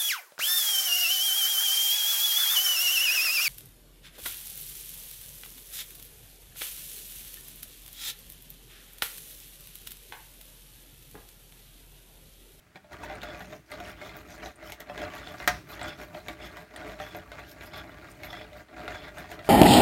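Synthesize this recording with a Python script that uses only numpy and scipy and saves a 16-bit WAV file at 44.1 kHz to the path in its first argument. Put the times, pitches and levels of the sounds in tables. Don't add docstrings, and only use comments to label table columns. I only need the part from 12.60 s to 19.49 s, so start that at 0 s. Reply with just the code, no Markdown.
import sys
import numpy as np
from scipy import signal
from scipy.fft import rfft, irfft
from scipy.io import wavfile
from scipy.ndimage import uniform_filter1d, map_coordinates

SR = 44100
rng = np.random.default_rng(int(sys.argv[2]) if len(sys.argv) > 2 else 0)


def master_out(mix):
    frames = np.transpose(np.atleast_2d(mix))
    ceiling = np.clip(frames, -1, 1)
    pcm = np.round(ceiling * 32767).astype(np.int16)
    wavfile.write(sys.argv[1], SR, pcm)


N = 303849
TIME = np.arange(N) / SR

# start t/s, end t/s
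CRANK_PULLS = [(0.31, 0.99), (1.10, 1.90), (1.99, 2.13), (2.24, 3.01), (3.10, 4.01), (4.14, 6.01),
               (6.14, 7.0)]
# peak t/s, length t/s, level/dB before SURGE_GAIN_DB (gears) or TABLE_SURGE_DB (table),
# housing tone level/dB relative to the surge level
RATTLE_SURGES = [(0.163, 0.025, -49.0, -1), (0.342, 0.06, -47.0, -2), (0.438, 0.096, -45.0, 0.5),
                 (0.534, 0.118, -44.5, 0), (0.641, 0.053, -43.0, -4), (0.722, 0.14, -46.5, -1),
                 (0.813, 0.068, -48.0, -5), (0.923, 0.083, -51.0, 4), (1.141, 0.081, -47.0, -3.5),
                 (1.207, 0.076, -48.5, 2.5), (1.283, 0.104, -46.5, -0.5), (1.444, 0.113, -47.0, -1),
                 (1.56, 0.135, -51.0, -1.5), (1.716, 0.108, -53.0, 1.5), (1.848, 0.109, -46.0, 1),
                 (2.066, 0.17, -50.0, 0.5), (2.214, 0.067, -53.0, 0), (2.305, 0.076, -51.0, 1.5),
                 (2.404, 0.128, -44.5, -1), (2.453, 0.099, -43.0, 0.5), (2.561, 0.145, -46.5, 0.5),
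                 (2.685, 0.17, -47.5, -2.5), (2.822, 0.083, -44.0, -3), (3.133, 0.111, -46.5, -3),
                 (3.257, 0.127, -40.0, -2), (3.416, 0.068, -46.5, 1.5), (3.563, 0.064, -47.0, 2.5),
                 (3.699, 0.072, -46.0, -1.5), (3.839, 0.099, -45.0, -1), (3.979, 0.17, -52.0, 0.5),
                 (4.198, 0.17, -48.0, 1.5), (4.301, 0.097, -46.0, 3.5), (4.437, 0.109, -44.5, -4.5),
                 (4.565, 0.092, -46.5, -3.5), (4.787, 0.17, -50.5, -4), (5.041, 0.108, -50.0, -0.5),
                 (5.181, 0.12, -45.0, -3.5), (5.29, 0.128, -56.0, 6.5), (5.435, 0.17, -52.5, 0.5),
                 (5.655, 0.099, -46.5, -1), (5.77, 0.17, -47.5, -2), (5.99, 0.088, -54.5, 3),
                 (6.215, 0.17, -46.5, 3.5), (6.321, 0.128, -44.0, -1), (6.453, 0.126, -48.0, -1),
                 (6.613, 0.114, -47.0, 0.5), (6.727, 0.069, -47.5, 0), (6.8, 0.052, -53.0, 5),
                 (6.884, 0.082, -46.5, -3)]
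# peak t/s, length t/s, level/dB before SWISH_GAIN_DB
YARN_SWISHES = [(0.328, 0.025, -62), (0.443, 0.048, -61.5), (0.636, 0.021, -56), (0.811, 0.11, -60.5),
                (0.939, 0.12, -62), (1.127, 0.116, -62), (1.277, 0.091, -56.5), (1.46, 0.074, -56),
                (1.578, 0.11, -60.5), (1.736, 0.12, -62), (1.868, 0.095, -54), (2.093, 0.11, -55.5),
                (2.439, 0.1, -72), (2.571, 0.079, -57.5), (2.714, 0.13, -62), (2.822, 0.18, -58.5),
                (3.126, 0.069, -54.5), (3.264, 0.15, -67), (3.417, 0.08, -57), (3.572, 0.09, -60),
                (3.703, 0.083, -60.5), (3.854, 0.069, -58.5), (3.987, 0.16, -62), (4.159, 0.12, -65.5),
                (4.297, 0.11, -57), (4.446, 0.13, -58.5), (4.565, 0.044, -59), (4.903, 0.069, -54.5),
                (5.055, 0.07, -55.5), (5.18, 0.053, -57), (5.499, 0.043, -63), (5.7, 0.16, -61),
                (5.995, 0.067, -63.0), (6.334, 0.123, -66), (6.606, 0.12, -63), (6.721, 0.057, -55.5),
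                (6.88, 0.071, -53)]
# t/s, level/dB before a common cut, pitch f/Hz
YARN_SNAGS = [(0.4353, -39.5, 8800), (0.5526, -40, 8670), (1.1155, -38, 9030), (1.5663, -32, 15500),
              (1.9574, -41, 8700), (2.2004, -35, 13200), (3.2287, -32, 7760), (4.1609, -32.5, 8850),
              (4.564, -36, 13400), (4.8868, -48, 14500), (5.0644, -40, 12700), (5.1744, -38, 13300),
              (6.5825, -37.5, 8700)]
# start t/s, end t/s, level/dB
SPINDLE_CHAFES = [(0.64, 0.74, -55), (1.38, 1.47, -58), (2.62, 2.73, -55), (3.22, 3.34, -49.5),
                  (3.81, 3.89, -54), (4.41, 4.54, -55), (5.135, 5.215, -49), (5.68, 5.84, -53.5),
                  (6.325, 6.47, -53.5)]
# t/s, overall level/dB, ring of the body relative level/dB,
# bright edge relative level/dB, the part's own pitch f/Hz (relative levels before a common trim)
SLACK_CLICKS = [(0.1579, -42, -6.5, -30, 4020), (0.243, -54, -2.5, -34, 1900),
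                (0.3311, -35, -30, -19, 1860), (0.4344, -41.5, 1.5, -17, 1920), (0.4983, -46, 6, -35, 1170),
                (0.6175, -37, -25, -19, 3680), (0.632, -28, -15, -24, 1410), (0.7463, -43, -0.5, -27, 1410),
                (0.8054, -40.5, -2, -17, 1550), (0.9238, -48.5, 2, -16, 2057),
                (1.1174, -28, -22, -26, 2050), (1.2017, -35, -7.5, -16.5, 1470),
                (1.4147, -43.5, -1.5, -23, 1730), (1.493, -38, -8, -20, 1360),
                (1.8595, -36.5, -8.5, -19, 3920), (2.1211, -31, -21, -8, 2180),
                (2.2041, -34, -20, -9, 1940), (2.2967, -41.5, 2, -33, 1400),
                (2.3774, -28.5, -16, -22, 1640), (2.4174, -37.5, -1, -11, 2230),
                (2.4663, -43, -4, -19, 1490), (2.5376, -36.5, -17, -17, 1595),
                (2.6728, -35, -12, -29, 3550), (2.801, -32, -11.5, -29, 1700),
                (3.1936, -32.5, -17, -28, 1910), (3.2139, -29, -17, -27, 2110),
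                (3.2819, -38.5, -14, -8, 1436), (3.684, -25, -19, -20.5, 2270),
                (3.9696, -37.5, -7.5, -11, 1120), (4.1614, -30, -26, -29, 1890),
                (4.2961, -39, -8, -24.5, 1420), (4.4004, -35, -3.5, -29, 1710),
                (4.5479, -38.5, -3, -18, 1610), (4.7178, -34, -13, -20, 1500),
                (4.7918, -37.5, -11, -15, 2040), (5.01, -36.5, -17, -28, 2290),
                (5.1362, -32.5, -22, -27, 2220), (5.634, -30, -25, -17, 2180),
                (5.7298, -34, -7.5, -20, 3310), (5.931, -39, -22, -21, 2060), (6.086, -52, -6, -34, 1310),
                (6.2789, -24, -16.5, -36, 1410), (6.3462, -40, -3, -31, 3420),
                (6.4822, -41.5, -8, -16, 1050), (6.5832, -34, -12, -26, 1610),
                (6.6416, -44.5, -4, -28, 1610), (6.7154, -33.5, -13.5, -11, 1720),
                (6.7915, -36.5, -8.5, -30, 1340), (6.846, -35.5, -17, -26, 2340)]
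# t/s, overall level/dB
HARD_CLACK = [(2.8757, -11.5)]

# f/Hz, level/dB, time to fall by 60 dB t/s
STRUCK_TONES = [(190.8, -19, 0.48), (423, -16.5, 0.13), (519, -19, 0.089), (605, -6, 0.14), (723, 1, 0.14),
                (885, -7, 0.11), (1035, -13, 0.14), (1300, -38, .12), (1400, -7, 0.046),
                (1490, -12.5, 0.16), (1595, -25, .08), (1860, -7, 0.073), (2024, -4, 0.1),
                (2526, -7.5, 0.039), (2666, -20.5, 0.31), (3420, -10, 0.069), (5290, -22, 0.074),
                (13100, -42, .05), (14470, -38, .06)]
# f/Hz, width f/Hz, level/dB
HOUSING_TONES = [(319.8, 20, -3), (341.3, 15.6, 4), (432.3, 17.3, -0.5), (522, 27, -7), (610, 28, 3.5),
                 (747.3, 45, 2.5), (820, 93, -24)]
# f/Hz, width f/Hz, level/dB
GEAR_TONES = [(1145, 13, 9.5), (1410, 58, 10), (1610, 100, 3.5), (1984, 147, 13), (2060, 93, 7),
              (2560, 42, -51)]
# f/Hz, width f/Hz, level/dB
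CHAFE_TONES = [(3420, 90, 0), (5220, 160, -13)]

# f/Hz, level/dB
GEAR_SPECTRUM = [(150, -22.5), (300, -13), (800, 9), (1100, -13.5), (1500, 4.5), (2200, 9), (2900, -2.5),
                 (3600, -4), (4400, -6), (5500, -12.5), (7000, -14), (10000, -53), (16000, -13)]
HOLLOW_SPECTRUM = [(120, -18), (230, 2), (330, 4.5), (390, 7.5), (440, -28), (490, 0.5), (650, -0.5),
                   (950, -3.5), (1300, -3.5), (3000, -39)]
TABLE_SPECTRUM = [(20, -38), (33, -69), (44, -6.5), (56, 10), (73, -5.5), (92, 2.5), (115, -3.5),
                  (180, -2.5), (215, -17.5), (300, -6), (500, -20.5), (1500, -38)]
YARN_SPECTRUM = [(1500, 0), (4000, 8.5), (6800, 8), (8200, 0), (9800, 4.5), (10400, -14), (11200, 5.5),
                 (13400, 7), (14300, -3), (15700, -0.5)]
CLICK_SPECTRUM = [(100, -34), (400, 11), (1000, -18), (2000, 1), (3000, 3.5), (4000, 6.5), (5500, -12),
                  (8000, -17.5), (16000, -26)]
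CLACK_SPECTRUM = [(25, -45), (45, -45), (200, -8), (300, -6), (480, -7), (800, -4.5), (1550, 4.5),
                  (2500, -0.5), (3000, -6.5), (3900, -3), (4700, -5.5), (5700, -3), (7300, -16.5),
                  (15500, -19.5)]
AIR_SPECTRUM = [(25, -39), (48, 6), (190, 0.5), (340, -2), (490, -13), (620, -7.5), (800, -13), (1400, -6),
                (2200, -8.5), (3500, -16), (6500, -19.5), (15500, -25)]

ROOM_T60_S, CUTOFF_HZ = 0.23, 15900
SPIN_UP_S, RUN_DOWN_S = .03, .05
RATTLE_DB, HISS_DB, STALL_DB = -57, -72.5, -15
RUNNING_HOLLOW_DB = -0.5
SURGE_GAIN_DB, SWISH_GAIN_DB = .5, 2
TABLE_DB, TABLE_LAG_S, TABLE_STALL_DB, TABLE_SURGE_DB = -53.5, 0.029, -14, -5
BOOM_DB, BOOM_T60_S = -39.5, 0.81


def from_db(db):
    return 10 ** (np.asarray(db) / 20)


def rms_one(x):
    return x / np.sqrt(np.mean(x ** 2) + 1e-20)


def level_out(x, window):
    return x / np.sqrt(uniform_filter1d(x ** 2, size=window))


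def drift(rate):
    points, coarse = rng.standard_normal(4096), TIME[::24]
    wander = map_coordinates(points, [coarse * rate], order=2, mode="wrap")
    return rms_one(np.interp(TIME, coarse, wander))


def colour(x, spectrum, size=8192):
    hz, db = np.transpose(spectrum)
    grid = np.maximum(np.arange(size // 2 + 1) * SR / size, 1)
    wanted_db = np.interp(np.log(grid), np.log(hz), db)
    cepstrum = irfft(np.log(from_db(wanted_db)))
    cepstrum[1:size // 2] *= 2
    cepstrum[size // 2 + 1:] = 0
    response = irfft(np.exp(rfft(cepstrum)))
    return signal.fftconvolve(x, response / np.linalg.norm(response))[:len(x)]


def resonate(x, tones):
    out = 0
    for k, (hz, width, db) in enumerate(tones):
        r = np.exp(-np.pi * width / SR)
        feedback = [1, -2 * r * np.cos(2 * np.pi * hz / SR), r * r]
        tone = (1 - r * r) * signal.lfilter([1, 0, -1], feedback, x)
        out = out + (-1) ** k * from_db(db) * tone
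    return rms_one(out)


def restless(x, low_hz, high_hz, depth_db, rate, count):
    out, edges = 0, np.geomspace(low_hz, min(high_hz, .45 * SR), count + 1)
    for low, high in zip(edges, edges[1:]):
        band = signal.sosfilt(signal.butter(1, [low, high], "band", fs=SR, output="sos"), x)
        out = out + band * from_db(depth_db * drift(rate))
    return rms_one(out)


def fade(t, t60):
    return np.exp(-np.log(1000) * t / t60)


def add(track, s, sound):
    start = round(s * SR)
    track[start:start + len(sound)] += sound[:N - start]


def crack(t, crack_t60, tail_db, tail_t60):
    return rng.standard_normal(len(t)) * (fade(t, crack_t60) + from_db(tail_db) * fade(t, tail_t60))


def ring(t, spread_db, detune):
    hz, db, t60 = np.transpose(STRUCK_TONES)[:, :, None]
    strength = from_db(db + spread_db * rng.standard_normal(db.shape)) * rng.choice([-1, 1], db.shape)
    strength = strength * np.linalg.norm(from_db(db)) / np.linalg.norm(strength)
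    pitch = hz * np.exp(detune * rng.standard_normal(hz.shape))
    return np.sum(strength * np.sin(2 * np.pi * pitch * t) * fade(t, t60), axis=0)


def cranking(stall_db, lag_s=0):
    t = TIME - lag_s
    turning = 0
    for start, end in CRANK_PULLS:
        rise, fall = (t - start) / SPIN_UP_S, (end - t) / RUN_DOWN_S + .5
        turning = turning + np.clip(np.minimum(rise, fall), 0, 1)
    return np.maximum(turning, from_db(stall_db))


def swells(rows):
    coarse = TIME[::40]
    power = 0
    for s, length, db in rows:
        bell = np.exp(-(2 * (coarse - s) / length) ** 2)
        power = power + (from_db(db) * bell) ** 2
    return np.interp(TIME, coarse, np.sqrt(power))


def air():
    return from_db(-63) * colour(rng.standard_normal(N), AIR_SPECTRUM)


def room(x, wet_db, wall_hz):
    t = TIME[:SR // 2]
    tail = rng.standard_normal(len(t)) * fade(t, ROOM_T60_S) * (t > .004)
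    walls = signal.butter(1, min(wall_hz, SR / 3), fs=SR, output="sos")
    tail = signal.sosfilt(walls, tail / np.linalg.norm(tail))
    return x + from_db(wet_db) * signal.fftconvolve(x, tail)[:N]


def table():
    surges = from_db(TABLE_SURGE_DB) * swells([row[:3] for row in RATTLE_SURGES])
    driven = np.hypot(from_db(TABLE_DB) * cranking(TABLE_STALL_DB, TABLE_LAG_S), surges)
    after_clack = sum((TIME > s) * fade(np.abs(TIME - s), BOOM_T60_S) for s, _ in HARD_CLACK)
    boom = from_db(BOOM_DB) * after_clack
    steady = level_out(colour(rng.standard_normal(N), TABLE_SPECTRUM), 6000)
    low_cut = signal.butter(4, 36, "high", fs=SR, output="sos")
    return signal.sosfilt(low_cut, np.hypot(driven, boom) * steady)


def yarn():
    sliding = np.hypot(from_db(HISS_DB) * cranking(STALL_DB), from_db(SWISH_GAIN_DB) * swells(YARN_SWISHES))
    fibres = rng.standard_normal(N) * from_db(3.36 * drift(400))
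    hiss = restless(fibres, low_hz=2870, high_hz=16700, depth_db=6.5, rate=29, count=18)
    return sliding * rms_one(colour(hiss, YARN_SPECTRUM))


def snags():
    out, t = np.zeros(N), TIME[:SR // 10]
    for s, db, hz in YARN_SNAGS:
        zip_noise = resonate(rng.standard_normal(len(t)), [(hz, 700, 0)])
        shape = fade(t, 0.04) * (1 - fade(t, 0.0024))
        add(out, s, from_db(db - 10.5) * zip_noise * shape)
    return out


def spindle():
    pressure = 0
    for start, end, db in SPINDLE_CHAFES:
        corners = [start - .025, start + .025, end - .025, end + .025]
        pressure = pressure + from_db(db) * np.interp(TIME, corners, [0, 1, 1, 0])
    held = level_out(resonate(rng.standard_normal(N), CHAFE_TONES), 900)
    return pressure * rms_one(held * from_db(3.2 * drift(130)))


def clicks():
    out, t = np.zeros(N), TIME[:SR // 4]
    for s, db, body_db, edge_db, hz in SLACK_CLICKS:
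        burst = crack(t, crack_t60=0.0054, tail_db=-8.0, tail_t60=0.1)
        burst = burst + from_db(7) * (t == 0)
        tick = from_db(-8.5) * colour(burst, CLICK_SPECTRUM)
        own_fade = from_db(-8.0) * fade(t, 0.018) + from_db(-13.0) * fade(t, 0.077)
        own_tone = np.sin(2 * np.pi * hz * t) * own_fade
        edge = from_db(edge_db + 2.0) * colour(burst, YARN_SPECTRUM)
        body = from_db(body_db + 3) * ring(t, spread_db=4.5, detune=0.0347)
        add(out, s, from_db(db) * (tick + own_tone + edge + body))
    return out


def clack():
    out, t = np.zeros(N), TIME[:SR // 2]
    for s, db in HARD_CLACK:
        snap = colour(crack(t, crack_t60=.025, tail_db=-16, tail_t60=.07), YARN_SPECTRUM)
        clatter = colour(crack(t, crack_t60=0.062, tail_db=-17, tail_t60=0.35), CLACK_SPECTRUM)
        body = ring(t, spread_db=2, detune=0)
        blow = from_db(-10.5) * snap + from_db(-6.5) * clatter + from_db(-11) * body
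        add(out, s, from_db(db) * blow)
    return out


def slats(per_s, low_hz, high_hz, uneven_db, tilt_db, count=3000):
    out, t = np.zeros(N), TIME[:SR // 30]
    decay = fade(t, .028)
    for s, place, size, phase in rng.random((count, 4)) * [count / per_s, 1, 1, 2 * np.pi]:
        if s < TIME[-1]:
            octaves = place * np.log2(high_hz / low_hz)
            ping = np.sin(2 * np.pi * low_hz * 2 ** octaves * t + phase) * decay
            add(out, s, from_db(uneven_db * size + tilt_db * octaves) * ping)
    return rms_one(out)


def teeth(effort_db, per_s, wobble, uneven_db, rub):
    harder_db = effort_db - np.median(effort_db)
    speed = per_s * from_db(.2 * harder_db) * np.exp(wobble * drift(90))
    meets = np.diff(np.floor(np.cumsum(speed) / SR), prepend=0)
    sizes = from_db(uneven_db * np.clip(rng.standard_normal(N), -2, 2)) * rng.choice([-1, 1], N)
    force = rms_one(meets * sizes) + rub * rng.standard_normal(N)
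    return level_out(force, 2400)


def gears():
    running = from_db(RATTLE_DB) * cranking(STALL_DB)
    surges = from_db(SURGE_GAIN_DB) * swells([row[:3] for row in RATTLE_SURGES])
    effort = np.hypot(running, surges)
    hollow_surges = swells([(s, length, db + tone_db) for s, length, db, tone_db in RATTLE_SURGES])
    hollow = np.hypot(from_db(RUNNING_HOLLOW_DB) * running, hollow_surges)

    force = teeth(20 * np.log10(effort + 1e-6), per_s=230, wobble=.3, uneven_db=4.0, rub=0.38)
    moving = restless(force, low_hz=176.0, high_hz=8510, depth_db=4.0, rate=32, count=20)
    wheels = from_db(-4.0) * colour(moving, GEAR_SPECTRUM) + from_db(-3.5) * resonate(moving, GEAR_TONES)
    hollow_noise = rms_one(colour(moving, HOLLOW_SPECTRUM))
    housing = resonate(moving, HOUSING_TONES) + from_db(-2.5) * hollow_noise
    chatter = from_db(-6) * slats(per_s=230, low_hz=1121, high_hz=4377, uneven_db=14, tilt_db=-4.5)
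    return effort * (wheels + chatter) + hollow * housing


def scene():
    winding = gears() + yarn() + snags() + spindle() + clicks() + clack()
    return (room(winding, wet_db=-10.5, wall_hz=5800) + table() + air())[None]


def record(dry):
    return signal.sosfilt(signal.ellip(10, .2, 80, CUTOFF_HZ, fs=SR, output="sos"), dry)


dry = scene()
out = record(dry)
master_out(out)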